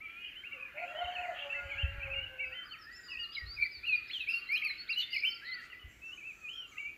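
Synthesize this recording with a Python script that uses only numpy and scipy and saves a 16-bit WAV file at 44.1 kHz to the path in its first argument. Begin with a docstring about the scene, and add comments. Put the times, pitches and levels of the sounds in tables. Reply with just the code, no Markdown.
"""A wooded hillside in the morning, heard by a handheld phone: thrush-like whistlers and a thin high warbler
sing close by, roosters crow down the slope, far birds blur among the trees and gusts thump the microphone.
Voices are sines that follow tables of pitch and level, with their pitch and level shaken by random walks.
Wind, hush, breath and scolds are shaped noise; the trees and the ground add delayed copies of the voices."""
import sys
import numpy as np
from scipy import signal
from scipy.fft import rfft, irfft
from scipy.io import wavfile
from scipy.ndimage import uniform_filter1d

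SR = 44100
rng = np.random.default_rng(int(sys.argv[2]) if len(sys.argv) > 2 else 0)


def inscribe(sig):
    """Save sig as 16-bit PCM at rate SR to the path in sys.argv[1].

    A 1-D sig is mono; a 2-D sig holds one channel per row.
    Samples are clipped to [-1, 1] before scaling.
    """
    pcm = np.round(np.clip(np.atleast_2d(sig).T, -1, 1) * 32767)
    wavfile.write(sys.argv[1], SR, pcm.astype(np.int16))


N = 307377
T = np.arange(N) / SR  # time [s]

# spectrum of the steady hush: (frequency [Hz], relative density [dB per Hz])
AIR_SPECTRUM = [(20, -30), (35, 2), (70, -2), (200, -7), (320, -4), (500, -11), (950, -16.5), (1400, -12.5),
                (2500, -9), (4000, -22), (7000, -28.5), (8500, -32), (12200, -24.5), (15400, -26.5)]
AIR_DB = -64.5

# gusts on the microphone: (arrival [s], duration [s], level [dB])
GUSTS = [(1.55, 0.29, -51), (1.905, 0.05, -50.5), (1.981, 0.2, -42.5), (2.406, 0.08, -59),
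         (3.1, 0.13, -68.5), (3.414, .22, -49), (3.766, 0.13, -60), (5.874, 0.049, -57.5)]
GUST_RISE_S, GUST_FALL_S, BREEZE_DB = 0.0028, 0.041, -78.5
# single puffs on the microphone: (time [s], level [dB])
THUMPS = [(1.038, -45.5), (1.183, -52), (1.831, -23), (1.876, -37), (5.84, -43)]
THUMP_HZ, THUMP_S = 70, .0062

# crowds of far singers: (time [s], hooting voices [dB], low voices [dB], high voices [dB])
CHORUS_LEVELS = [(0, -74, -57, -77), (0.7, -59, -62.5, -81.5), (1.2, -54, -49, -75.5),
                 (1.599, -59, -52.5, -72), (1.999, -56.5, -55.5, -78.5), (2.599, -57, -63, -80.5),
                 (3.301, -63, -70, -71.5), (4.001, -66.5, -59, -61), (4.599, -59, -60, -63.5),
                 (5.2, -73, -57, -83.5), (5.6, -62.5, -58.5, -66), (5.95, -77, -66.5, -90),
                 (6.4, -73, -80, -82), (6.97, -70, -79, -75.5)]
# bouts of thin far twitter: (start [s], end [s], level [dB])
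TWITTER_BOUTS = [(.8, 1.8, -80.5), (2.9, 3.2, -83), (5.87, 6.55, -76), (6.68, 7, -73)]
BOUT_EDGE_S, TWITTER_REST_DB = 0.042, -85.5

# far hoots, mostly falling: (start [s], end [s], first pitch [Hz], last pitch [Hz], level [dB])
HOOTS = [(0.0, 0.2, 1274, 1387, -62.5), (2.97, 3.12, 1657, 1340, -66.5), (3.2, 3.44, 1397, 1304, -65.5),
         (3.42, 3.6, 1486, 1300, -70), (3.9, 4.03, 1567, 1180, -66), (4.3, 4.45, 1413, 1285, -67.5),
         (4.5, 4.72, 1338, 1170, -65), (4.8, 4.95, 1535, 1190, -68.5), (5.23, 5.38, 1537, 1346, -64),
         (5.4, 5.58, 1360, 1355, -66), (5.6, 5.74, 1310, 1260, -72.5), (5.68, 5.85, 1550, 1174, -73),
         (6.08, 6.16, 1330, 1080, -70.5), (6.08, 6.2, 1494, 1436, -69), (6.36, 6.48, 1407, 1153, -69),
         (6.48, 6.68, 1340, 1374, -67.5), (6.55, 6.64, 1446, 1490, -67.5), (6.7, 6.8, 1380, 1176, -65)]
# far thin seeps: (start [s], end [s], first pitch [Hz], last pitch [Hz], level [dB])
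SEEPS = [(0.79, 0.84, 4280, 4400, -73), (1.01, 1.09, 3670, 3850, -67.5), (1.12, 1.2, 4470, 4310, -70.5),
         (2.45, 2.55, 4870, 4680, -72.5), (2.79, 2.86, 5510, 4820, -61), (6.05, 6.1, 5930, 5460, -72),
         (6.14, 6.2, 6400, 6380, -70), (6.53, 6.63, 5330, 5700, -71), (6.67, 6.75, 7260, 5820, -70)]

# near syllables, three tables with the same columns: clean whistles, burry notes, high warbles
# (start [s], turn [s], end [s], first pitch [Hz], turn pitch [Hz], last pitch [Hz], level at the turn [dB])
WHISTLES = [ (.004, .02, .05, 2080, 2300, 2424, -46.5), (.05, .06, .082, 2320, 2310, 2210, -45),
            (.092, .105, .2, 2350, 2400, 2335, -47.5), (.198, .208, .255, 2753, 2895, 2810, -47),
            (.255, .266, .3, 2890, 3005, 2190, -43), (.2, .245, .28, 2490, 2455, 2540, -50),
            (.225, .29, .338, 3190, 3160, 3120, -50.5), (.335, .355, .38, 2140, 2160, 1840, -58),
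            (.343, .37, .43, 2550, 3000, 3140, -47.5), (.512, .525, .552, 2130, 2346, 2040, -46.5),
            (.68, .7, .72, 1850, 2120, 1810, -57), (.876, .884, .92, 2570, 2713, 2730, -44),
            (.95, .997, 1.035, 2880, 3077, 2610, -43.5), (1.04, 1.05, 1.065, 3120, 2970, 2710, -42.5),
            (1.035, 1.045, 1.056, 2034, 2107, 2070, -47), (1.069, 1.082, 1.122, 2825, 3100, 2540, -45),
            (1.15, 1.165, 1.177, 3150, 2690, 2520, -38.5), (1.21, 1.235, 1.262, 2980, 2510, 2013, -41.5),
            (1.497, 1.527, 1.604, 2527, 2688, 2576, -35), (1.53, 1.562, 1.64, 1623, 2104, 2090, -42),
            (1.69, 1.706, 1.716, 2247, 2523, 2340, -44), (1.716, 1.724, 1.747, 2280, 2250, 2120, -38.5),
            (1.754, 1.763, 1.772, 2274, 2478, 2295, -51), (1.772, 1.8, 1.848, 2344, 2812, 2670, -36.5),
            (1.848, 1.86, 1.913, 2616, 2690, 2810, -43), (1.808, 1.822, 1.835, 2960, 2990, 3180, -41.5),
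            (1.91, 1.942, 1.98, 1790, 2120, 1770, -56), (2.1, 2.12, 2.155, 2488, 2650, 2090, -38),
            (2, 2.018, 2.026, 2430, 2312, 2450, -42), (2.026, 2.034, 2.08, 2500, 2650, 2130, -39),
            (2.135, 2.15, 2.165, 2660, 2858, 2780, -39.5), (2.165, 2.18, 2.195, 2750, 2842, 2770, -38),
            (2.195, 2.21, 2.22, 2780, 2900, 2865, -39.5), (2.222, 2.237, 2.276, 2850, 2956, 2670, -42),
            (2.172, 2.191, 2.21, 2158, 2250, 2350, -44.5), (2.384, 2.399, 2.413, 2515, 2735, 2770, -41.5),
            (2.425, 2.442, 2.49, 2754, 2585, 2645, -40.5), (2.396, 2.415, 2.45, 2160, 2334, 2045, -36),
            (2.515, 2.53, 2.55, 2230, 2690, 3140, -47), (2.55, 2.575, 2.667, 3060, 3072, 3164, -46.5),
            (2.712, 2.725, 2.762, 3073, 3070, 2020, -45), (2.5, 2.55, 2.7, 1530, 2030, 1884, -52.5),
            (2.83, 2.91, 2.96, 1600, 1940, 1940, -49), (2.96, 3, 3.08, 1908, 1874, 1920, -52.5),
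            (3.08, 3.15, 3.3, 1920, 1915, 1750, -52.5), (3.085, 3.11, 3.125, 2880, 2880, 2780, -44.5),
            (3.185, 3.23, 3.254, 2880, 2848, 2830, -33), (3.366, 3.384, 3.39, 2320, 2137, 2030, -36),
            (3.395, 3.42, 3.462, 1926, 1914, 1870, -44.5), (3.866, 3.881, 3.9, 2884, 2790, 2490, -32.5),
            (3.9, 3.933, 3.964, 2593, 2452, 2403, -26), (4.098, 4.104, 4.113, 1926, 2220, 2810, -42),
            (4.113, 4.127, 4.135, 2960, 3550, 3530, -55), (4.135, 4.142, 4.148, 3510, 3360, 3110, -37.5),
            (4.148, 4.155, 4.185, 3180, 3173, 2870, -35), (4.196, 4.212, 4.245, 2960, 2620, 2440, -37),
            (4.274, 4.292, 4.298, 2236, 2552, 2700, -31.5), (4.298, 4.312, 4.322, 2710, 2720, 2600, -33.5),
            (4.33, 4.346, 4.41, 2770, 2713, 2784, -34), (4.49, 4.52, 4.54, 2083, 2285, 2390, -31.5),
            (4.54, 4.551, 4.562, 2450, 2455, 2680, -29), (4.562, 4.575, 4.589, 2960, 3080, 3320, -37),
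            (4.617, 4.626, 4.64, 2864, 2114, 2686, -36), (4.64, 4.662, 4.677, 2704, 2450, 2100, -30),
            (4.699, 4.711, 4.726, 1757, 2206, 2153, -36.5), (4.892, 4.907, 4.953, 2184, 2700, 2724, -32.5),
            (4.962, 4.985, 5, 2830, 2977, 2743, -31), (5.003, 5.021, 5.03, 2867, 3070, 2790, -35),
            (5.082, 5.09, 5.112, 2130, 2130, 2100, -50.5), (5.118, 5.15, 5.185, 2133, 2104, 2014, -39),
            (5.42, 5.512, 5.552, 1600, 2088, 1904, -41), (5.555, 5.57, 5.61, 1978, 1945, 1717, -46.5),
            (5.615, 5.63, 5.65, 1997, 1913, 1955, -47.5), (5.55, 5.57, 5.595, 2490, 2330, 2250, -59),
            (5.505, 5.52, 5.545, 3540, 3300, 2650, -58), (5.7, 5.72, 5.76, 2900, 2790, 2100, -52.5),
            (5.795, 5.813, 5.847, 3010, 2980, 2800, -53), (6.018, 6.043, 6.08, 2580, 2683, 2654, -44.5),
            (6.08, 6.108, 6.147, 2660, 2660, 3060, -43), (6.175, 6.187, 6.22, 2340, 2580, 2273, -47.5),
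            (6.22, 6.278, 6.325, 2280, 2662, 2210, -42), (6.417, 6.465, 6.478, 2550, 2467, 2472, -42.5),
            (6.478, 6.5, 6.53, 2383, 3047, 3116, -43), (6.57, 6.59, 6.664, 3186, 3146, 2710, -43),
            (6.715, 6.73, 6.742, 2380, 2260, 2050, -56), (6.769, 6.804, 6.825, 1980, 2324, 2323, -43.5),
            (6.825, 6.86, 6.91, 2184, 2295, 2560, -40)]
BURRS = [ (0.434, 0.452, .475, 2106, 2590, 2820, -45.5), (0.477, 0.489, .505, 2743, 2705, 2680, -48.5),
         (0.514, 0.536, .57, 2640, 2800, 2650, -49), (0.573, 0.599, .603, 2560, 2370, 2530, -47),
         (0.595, 0.627, .673, 2560, 2520, 2357, -42.5), (1.118, 1.133, 1.151, 3014, 3200, 3066, -53),
         (1.176, 1.19, 1.2, 2544, 2550, 2640, -39.5), (1.377, 1.398, 1.411, 2570, 2670, 3424, -47),
         (1.411, 1.424, 1.464, 3424, 2750, 3010, -44), (3.105, 3.157, 3.19, 2720, 2454, 2855, -39),
         (3.194, 3.212, 3.255, 4530, 4790, 3970, -46.5), (3.567, 3.593, 3.6, 2490, 2212, 2330, -36.5),
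         (3.602, 3.628, 3.665, 2272, 2410, 1960, -32.5), (3.826, 3.855, 3.862, 2220, 2700, 3020, -40.5),
         (5.022, 5.032, 5.046, 3820, 3510, 3500, -39.5), (5.122, 5.14, 5.148, 2896, 2834, 2570, -33.5),
         (5.147, 5.166, 5.185, 2600, 2368, 2080, -31), (5.221, 5.239, 5.25, 2500, 2230, 2640, -31),
         (5.248, 5.267, 5.301, 2700, 3053, 3014, -31), (5.664, 5.756, 5.95, 1960, 2000, 1980, -54.5),
         (6.523, 6.549, 6.57, 3080, 3190, 3230, -42), (6.745, 6.783, 6.82, 2220, 2696, 2810, -47),
         (6.828, 6.854, 6.887, 2750, 2760, 2650, -50)]
WARBLES = [ (2.635, 2.667, 2.7, 4550, 4940, 4330, -62), (2.7, 2.725, 2.74, 4200, 4520, 4630, -54),
           (2.91, 2.968, 3.001, 4480, 5370, 5020, -54.5), (3.032, 3.07, 3.086, 4840, 4900, 4520, -55),
           (3.086, 3.115, 3.155, 4350, 5115, 4240, -50), (3.304, 3.334, 3.37, 4490, 4900, 4880, -51),
           (3.349, 3.356, 3.364, 4350, 3860, 4030, -38.5), (3.37, 3.398, 3.408, 5010, 4740, 4750, -48),
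           (3.462, 3.526, 3.563, 4150, 4660, 4980, -44.5), (3.613, 3.637, 3.65, 4580, 4190, 4550, -46),
           (3.65, 3.66, 3.672, 4470, 4690, 4800, -46.5), (3.715, 3.753, 3.797, 5050, 4550, 4350, -48),
           (3.861, 3.9, 3.945, 4000, 4370, 3790, -49), (3.945, 3.963, 3.997, 3740, 4744, 4390, -48),
           (4.078, 4.088, 4.095, 4950, 5310, 3820, -58.5), (4.095, 4.126, 4.157, 3750, 4280, 3520, -48.5),
           (4.195, 4.215, 4.234, 3520, 3950, 3430, -47), (4.33, 4.338, 4.352, 5120, 4800, 4330, -51.5),
           (4.352, 4.38, 4.41, 4300, 4420, 4700, -50), (4.469, 4.5, 4.529, 3930, 4300, 4670, -51),
           (4.529, 4.54, 4.555, 4730, 5320, 4410, -51.5), (4.555, 4.568, 4.58, 4160, 4100, 3750, -44),
           (4.642, 4.701, 4.72, 4650, 4125, 3970, -41), (4.78, 4.81, 4.837, 4330, 4375, 4440, -43),
           (4.876, 4.906, 4.928, 3250, 4970, 4460, -46.5), (4.928, 4.936, 4.948, 4450, 3880, 4260, -39),
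           (5.278, 5.295, 5.306, 4950, 5120, 5510, -54), (5.306, 5.318, 5.332, 5380, 4430, 4610, -45.5),
           (5.332, 5.338, 5.345, 4570, 4960, 5400, -68), (5.345, 5.358, 5.378, 5300, 4700, 4470, -49),
           (5.51, 5.54, 5.555, 4020, 4480, 4550, -42.5)]
# tiny high chips: (start [s], end [s], first pitch [Hz], last pitch [Hz], level [dB])
CHIPS = [(2.925, 2.945, 7150, 7300, -68.5), (2.965, 2.985, 7050, 7300, -63), (3.005, 3.03, 6970, 7270, -65),
         (3.04, 3.075, 7060, 7060, -68)]
# trills: (start [s], end [s], centre pitch [Hz], pitch swing [Hz], level [dB], beat rate [1/s])
TRILLS = [(4.288, 4.348, 5000, 240, -51, 100), (4.988, 5.022, 4200, 300, -40.5, 135),
          (5.105, 5.213, 4724, 470, -44.5, 48.5), (5.446, 5.506, 4110, 352, -50, 75)]
# a syllable swells up to its turn and fades after it, the deeper the longer it has
SWELL_DB, SWELL_S, FADE_DB, FADE_S = 12, 0.029, 13, 0.041
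JOIN_S, SLUR_LIFT_DB = .004, 2  # a smaller gap than this slurs two syllables; lift where they join
ARCH = 0.7  # share of the glide next to a top that lies in its outer half
CLEAR_DB, HAZE_PER_DB = -43, .05  # fainter whistles come through leaves and shake more

# overtones of the near whistlers: (multiple of pitch [1], level [dB])
OVERTONES = [(2, -30.5), (4, -33), (5, -38.5)]
# gain of the near song's overtones: (time [s], level [dB])
FACING = [(3.0, -26), (3.6, 2.5), (3.95, -10), (4.3, 3.5), (4.6, 3.5), (5.3, -1), (5.6, -7)]

# short rough opening syllables of the lower rooster, a list for each: (time [s], pitch [Hz], level [dB])
CROW_START = [
    [(0.54, 535, -65), (0.6, 540, -59.5), (.71, 541, -70)],
    [(0.75, 559, -51.5), (0.81, 648, -48.5), (0.87, 676, -61)],
    [(0.84, 562, -62), (0.96, 606, -44.5), (1.03, 693, -56)],
    [(1.24, 667, -58), (1.3, 625, -44.5), (1.4, 578, -56.5)],
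]
# long crow of the lower rooster: (time [s], pitch [Hz], level [dB])
LONG_CROW = [(1.4, 573, -53), (1.49, 566, -52.5), (1.88, 556, -57.5), (1.946, 565, -54), (2.04, 554, -57),
             (2.082, 540, -49.5), (2.16, 548.4, -57), (2.27, 528, -60), (2.418, 514.4, -59.5),
             (2.52, 518, -59.5), (2.6, 512, -81)]
# crow of the higher rooster: (time [s], pitch [Hz], level [dB])
HIGH_CROW = [(0.76, 690, -66), (0.784, 717, -50), (0.846, 712, -43), (0.876, 714, -64), (.924, 718, -51),
             (.956, 700.6, -61), (1.026, 712, -37.5), (1.062, 710.5, -51), (1.092, 714.3, -42),
             (1.16, 715.8, -46.5), (1.198, 717, -39), (1.33, 720, -49.5), (1.42, 717, -53)]
# thinning end of the higher crow: (time [s], pitch [Hz], level [dB])
HIGH_TAIL = [(1.4, 700, -65.5), (1.6, 712, -52.5), (1.95, 696, -67.5)]
# long falling cry from far off, perhaps a third rooster: (time [s], pitch [Hz], level [dB])
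FAR_CROW = [(1.56, 1690, -54.5), (1.68, 1635, -57), (1.95, 1627, -56), (2.3, 1543, -58), (2.55, 1490, -64),
            (2.76, 1370, -73)]
# partials of the opening syllables: (multiple of pitch [1], level [dB])
START_ORDERS = [(1, -0.5), (3, -9.5)]
# partials of the long crow, with a line between the first two harmonics: (multiple of pitch [1], level [dB])
LONG_ORDERS = [(1, 0), (1.5, -13), (2, -17)]
# partials of the higher crow: (multiple of pitch [1], level [dB])
HIGH_ORDERS = [(1, 0), (2, -11), (3, -20), (4, -22), (6, -36)]
# partials of its thinning end, the second strongest: (multiple of pitch [1], level [dB])
TAIL_ORDERS = [(1, -17), (2, 0)]

# harsh noisy scolds: (start [s], end [s], low edge [Hz], high edge [Hz], level [dB])
SCOLDS = [(0.754, 0.874, 2070, 2650, -43.5), (1.338, 1.484, 2460, 3300, -48),
          (3.314, 3.39, 2400, 3840, -51), (4.114, 4.218, 4870, 7960, -69.5), (5, 5.047, 2470, 3860, -37),
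          (4.963, 5.047, 5100, 7460, -64), (5.598, 5.685, 3920, 8500, -70)]

TOP_HZ = 15550  # upper limit of the phone


def undb(db):
    """Logarithmic levels: decibels become an amplitude gain."""
    return 10 ** (np.asarray(db) / 20)


def unit(x):
    """Power normalisation: the signal is scaled to rms 1."""
    return x / np.sqrt(np.mean(x ** 2))


def walk(rate):
    """Slow random modulation: levels held for 1 / rate seconds, smoothed twice, rms 1."""
    k = int(SR / rate)
    steps = np.repeat(rng.standard_normal(N // k + 1), k)
    smooth = uniform_filter1d(uniform_filter1d(steps, k), k)
    return unit(smooth[:N])


def band(x, lo_hz, hi_hz):
    """Resonant selection: a Butterworth band-pass keeps the range between two frequencies."""
    sos = signal.butter(2, [lo_hz, hi_hz], "bandpass", fs=SR, output="sos")
    return signal.sosfilt(sos, x)


def bouts(table, rise_s, fall_s, rest_db):
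    """Envelope superposition: each (start, end, dB) rises linearly, holds and decays, over a resting level."""
    gain = undb(rest_db)
    for start, end, db in table:
        rise = np.clip((T - start) / rise_s, 0, 1)
        decay = np.exp(-np.maximum(T - end, 0) / fall_s)
        gain = gain + undb(db) * rise * decay
    return gain


def sing(notes, orders=((1, 0),), edge_s=0.0055, swing=None, rasp=None, effort=0., haze=0.):
    """Frequency and amplitude modulation: a syrinx follows each note's pitch and level.

    Swing bends the pitch [Hz] and rasp shakes the level [gain]; effort makes the sound grow faster
    than the written level, and haze deepens the rasp of faint notes."""
    out = np.zeros(N)
    for note in notes:
        s, hz, db = np.transpose(note)
        span = slice(max(int((s[0] - edge_s) * SR), 0), int((s[-1] + edge_s) * SR))
        t = T[span]
        # the muscles round off the corners of a glide
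        pitch = uniform_filter1d(np.interp(t, s, hz), size=200, mode="nearest")
        if swing is not None:
            pitch = pitch + swing[span]
        phase = 2 * np.pi * np.cumsum(pitch) / SR
        tone = sum(undb(d) * np.sin(k * phase) * (k * pitch < .45 * SR) for k, d in orders)
        to_edge = np.minimum(t - t[0], t[-1] - t)
        edge = np.sin(np.pi / 2 * np.clip(to_edge / (2 * edge_s), 0, 1)) ** 2
        level = np.interp(t, s, db)
        gain = undb(level + effort * (level + 34.5))  # written and sounded levels agree at -34.5 dB
        shake = 1
        if rasp is not None:
            depth = 1 + haze * max(CLEAR_DB - db.max(), 0)
            shake = unit(rasp[span] ** depth)
        out[span] += np.sqrt(2) * tone * edge * gain * shake
    return out


def glides(table):
    """Linear frequency sweep: each row becomes a straight glide at a constant level."""
    return [[(a, hz0, db), (b, hz1, db)] for a, b, hz0, hz1, db in table]


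def syllables(table):
    """Curved frequency sweep: glides swell to the turn, fade after it and run on into a close next one."""
    notes = []
    for a, m, b, hz0, hz1, hz2, db in table:
        done = ARCH if hz1 > max(hz0, hz2) else .5  # round over a top, straight otherwise
        first = db - SWELL_DB * (1 - np.exp((a - m) / SWELL_S))
        last = db - FADE_DB * (1 - np.exp((m - b) / FADE_S))
        note = [(a, hz0, first),
                ((a + m) / 2, hz0 + done * (hz1 - hz0), (first + db) / 2),
                (m, hz1, db),
                ((m + b) / 2, hz2 + done * (hz1 - hz2), (last + db) / 2),
                (b, hz2, last)]
        if notes and abs(a - notes[-1][-1][0]) < JOIN_S:
            s, hz, before_db = notes[-1].pop()
            joint = (s, (hz + hz0) / 2, max(before_db, first) + SLUR_LIFT_DB)
            notes[-1] += [joint] + note[1:]
        else:
            notes.append(note)
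    return notes


def trees(x, t60_s, wet_db, echo_db):
    """Diffuse scattering: trunks and leaves return a decaying noise tail and five distinct early echoes."""
    t = T[:SR]
    decay = np.exp(-np.log(1000) * t / t60_s)
    tail = rng.standard_normal(SR) * decay * np.clip(t / 0.023, 0, 1)
    tail *= undb(wet_db) / np.sqrt(np.sum(tail ** 2))
    tail[rng.integers(100, 1500, size=5)] += undb(echo_db) * rng.choice([-1, 1], size=5)
    return signal.fftconvolve(x, tail)[:N]


def bounce(x, lag_s, db):
    """Comb interference: gliding notes beat against one strong late copy from the ground."""
    k = int(lag_s * SR)
    return x + undb(db) * np.r_[np.zeros(k), x[:-k]]


def air():
    """Spectrally shaped noise: steady hillside hush and microphone hiss."""
    hz, db = np.transpose(AIR_SPECTRUM)
    f = np.maximum(np.fft.rfftfreq(N, 1 / SR), 1)
    shape = undb(np.interp(np.log(f), np.log(hz), db))
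    return unit(irfft(rfft(rng.standard_normal(N)) * shape, N)) * undb(AIR_DB)


def wind():
    """Membrane displacement by moving air: gusts rumble low and uneven, a sharp puff swings once or twice."""
    rumble = band(band(rng.standard_normal(N), 38, 95), 32, 125)
    gusts = [(start, start + length, db) for start, length, db in GUSTS]
    v = unit(rumble * undb(5.2 * walk(25.03))) * bouts(gusts, GUST_RISE_S, GUST_FALL_S, BREEZE_DB)
    for start, db in THUMPS:
        t = np.maximum(T - start, 0)
        pulse = (t / THUMP_S / 2) ** 2 * np.exp(2 - t / THUMP_S)  # reaches 1 after 2 * THUMP_S
        v += undb(db) * pulse * np.sin(2 * np.pi * THUMP_HZ * t)
    return v


def crowd(count, lo_hz, hi_hz):
    """Random superposition: many short glides from birds too far to tell apart."""
    at, place, length, bend, size = rng.random((count, 5)).T
    start = at * 6.8
    end = start + .02 + .09 * length
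    hz = lo_hz * (hi_hz / lo_hz) ** place
    rows = np.c_[start, end, hz, hz * (.75 + .4 * bend), -8 * size]
    return sing(glides(rows), edge_s=.012, swing=60 * walk(100))


def chorus():
    """Reverberant blending: hooting, low, high and thin far voices come much by way of the trees."""
    s, hoot_db, low_db, high_db = np.transpose(CHORUS_LEVELS)
    twitter = crowd(count=1200, lo_hz=6300, hi_hz=7740) * undb(3 * walk(500))
    layers = ((crowd(count=200, lo_hz=1307, hi_hz=1816), undb(np.interp(T, s, hoot_db))),
              (crowd(count=420, lo_hz=1871, hi_hz=3166), undb(np.interp(T, s, low_db))),
              (crowd(count=260, lo_hz=3663, hi_hz=4940), undb(np.interp(T, s, high_db))),
              (twitter, bouts(TWITTER_BOUTS, BOUT_EDGE_S, BOUT_EDGE_S, TWITTER_REST_DB)))
    return sum(unit(0.48 * voices + trees(voices, 0.59, 0, -19)) * gain for voices, gain in layers)


def far_hoots():
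    """Slow frequency sweep: soft-edged hoots from down the slope."""
    return sing(glides(HOOTS), edge_s=.015, swing=15 * walk(30), rasp=undb(0.53 * walk(40)))


def far_seeps():
    """Fast random modulation: it makes thin high tones from down the slope rough."""
    return sing(glides(SEEPS), edge_s=0.009, swing=90 * walk(400), rasp=undb(3.5 * walk(200)))


def whistlers():
    """Ground reflection: clean whistles and fast-shaken burry notes sound low over the ground."""
    v = sing(syllables(WHISTLES), swing=18 * walk(90), rasp=undb(2 * walk(150)), haze=HAZE_PER_DB)
    v += sing(syllables(BURRS), swing=40 * walk(250), rasp=undb(4.5 * walk(350)))
    return bounce(v, 0.0065, -10.5)


def overtones():
    """Harmonic distortion with effort: loud notes carry overtones and breath, the microphone port lifts the top."""
    v = sing(syllables(WHISTLES + BURRS), OVERTONES,
             swing=20 * walk(270), rasp=undb(6.6 * walk(440)), effort=0.48)
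    # breath hiss rides on the loudness of the overtones
    v += 0.62 * uniform_filter1d(np.abs(v), size=400) * rng.standard_normal(N)
    v += trees(v, 0.15, -4, -17)
    port = band(band(v, 10900, 13200), 9500, 14800)
    v = undb(-8) * band(v, 5200, 6800) + port
    return v * undb(np.interp(T, *np.transpose(FACING)))


def roosters():
    """Harmonic stacks with turbulence: hoarse crows and a far cry waver, with throat hiss following their level."""
    v = sing(CROW_START, START_ORDERS, .02, 18 * walk(60), undb(4 * walk(60)))
    v += sing([HIGH_CROW], HIGH_ORDERS, .02, 5 * walk(60), undb(3 * walk(70)))
    v += sing([LONG_CROW], LONG_ORDERS, .03, 4 * walk(50), undb(2.5 * walk(45)))
    v += sing([HIGH_TAIL], TAIL_ORDERS, 0.022, 3 * walk(40.1), undb(5.5 * walk(29.7)))
    v += sing([FAR_CROW], edge_s=.03, swing=8 * walk(39.93), rasp=undb(3.7 * walk(40.05)))
    hiss = unit(band(rng.standard_normal(N), 540, 950))
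    return v + .22 * uniform_filter1d(np.abs(v), size=3000) * hiss


def scolds():
    """Amplitude-modulated band noise: harsh bursts chopped by a fast irregular rattle."""
    out = np.zeros(N)
    for a, b, lo_hz, hi_hz, db in SCOLDS:
        edges = np.clip(np.minimum(T - a, b - T) / 0.031, 0, 1)
        noise = band(band(rng.standard_normal(N), lo_hz, hi_hz), lo_hz, hi_hz)
        out += edges * undb(db + 1.8 * walk(150)) * unit(noise)
    return out


def warbler():
    """Direct propagation: thin warbles and chips from high in the crown have no ground echo."""
    return sing(syllables(WARBLES) + glides(CHIPS), swing=18 * walk(90), rasp=undb(0.94 * walk(70)))


def trills():
    """Periodic frequency modulation: the pitch beats about its centre with a swing that widens, then holds."""
    v = np.zeros(N)
    for a, b, hz, swing_hz, db, beats in TRILLS:
        widening = np.clip((T - a) / (0.41 * (b - a)), 0, 1)
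        swing = swing_hz * np.cos(2 * np.pi * beats * (T - a)) * widening
        note = [(a, hz, db - 5.5), ((a + b) / 2, hz, db), (b, hz, db - 1.5)]
        v += sing([note], swing=swing + 40 * walk(60))
    return v


def scene():
    """Direct-to-reverberant ratio: near singers stand out of their echo, far ones carry more of it."""
    far = far_hoots() + far_seeps()
    near = whistlers() + scolds() + warbler() + trills()
    crows = roosters()
    sound = near + trees(near, 0.58, -11.5, -18.5)
    sound += far + trees(far, 0.87, -9.5, -14.5)
    sound += crows + trees(crows, .4, -9, -22)
    return (sound + overtones() + chorus() + wind() + air())[None]


def record(dry):
    """Band limitation: the phone's steep elliptic low-pass cuts the top."""
    return signal.sosfilt(signal.ellip(10, .2, 60, TOP_HZ, fs=SR, output="sos"), dry)


dry = scene()
out = record(dry)
inscribe(out)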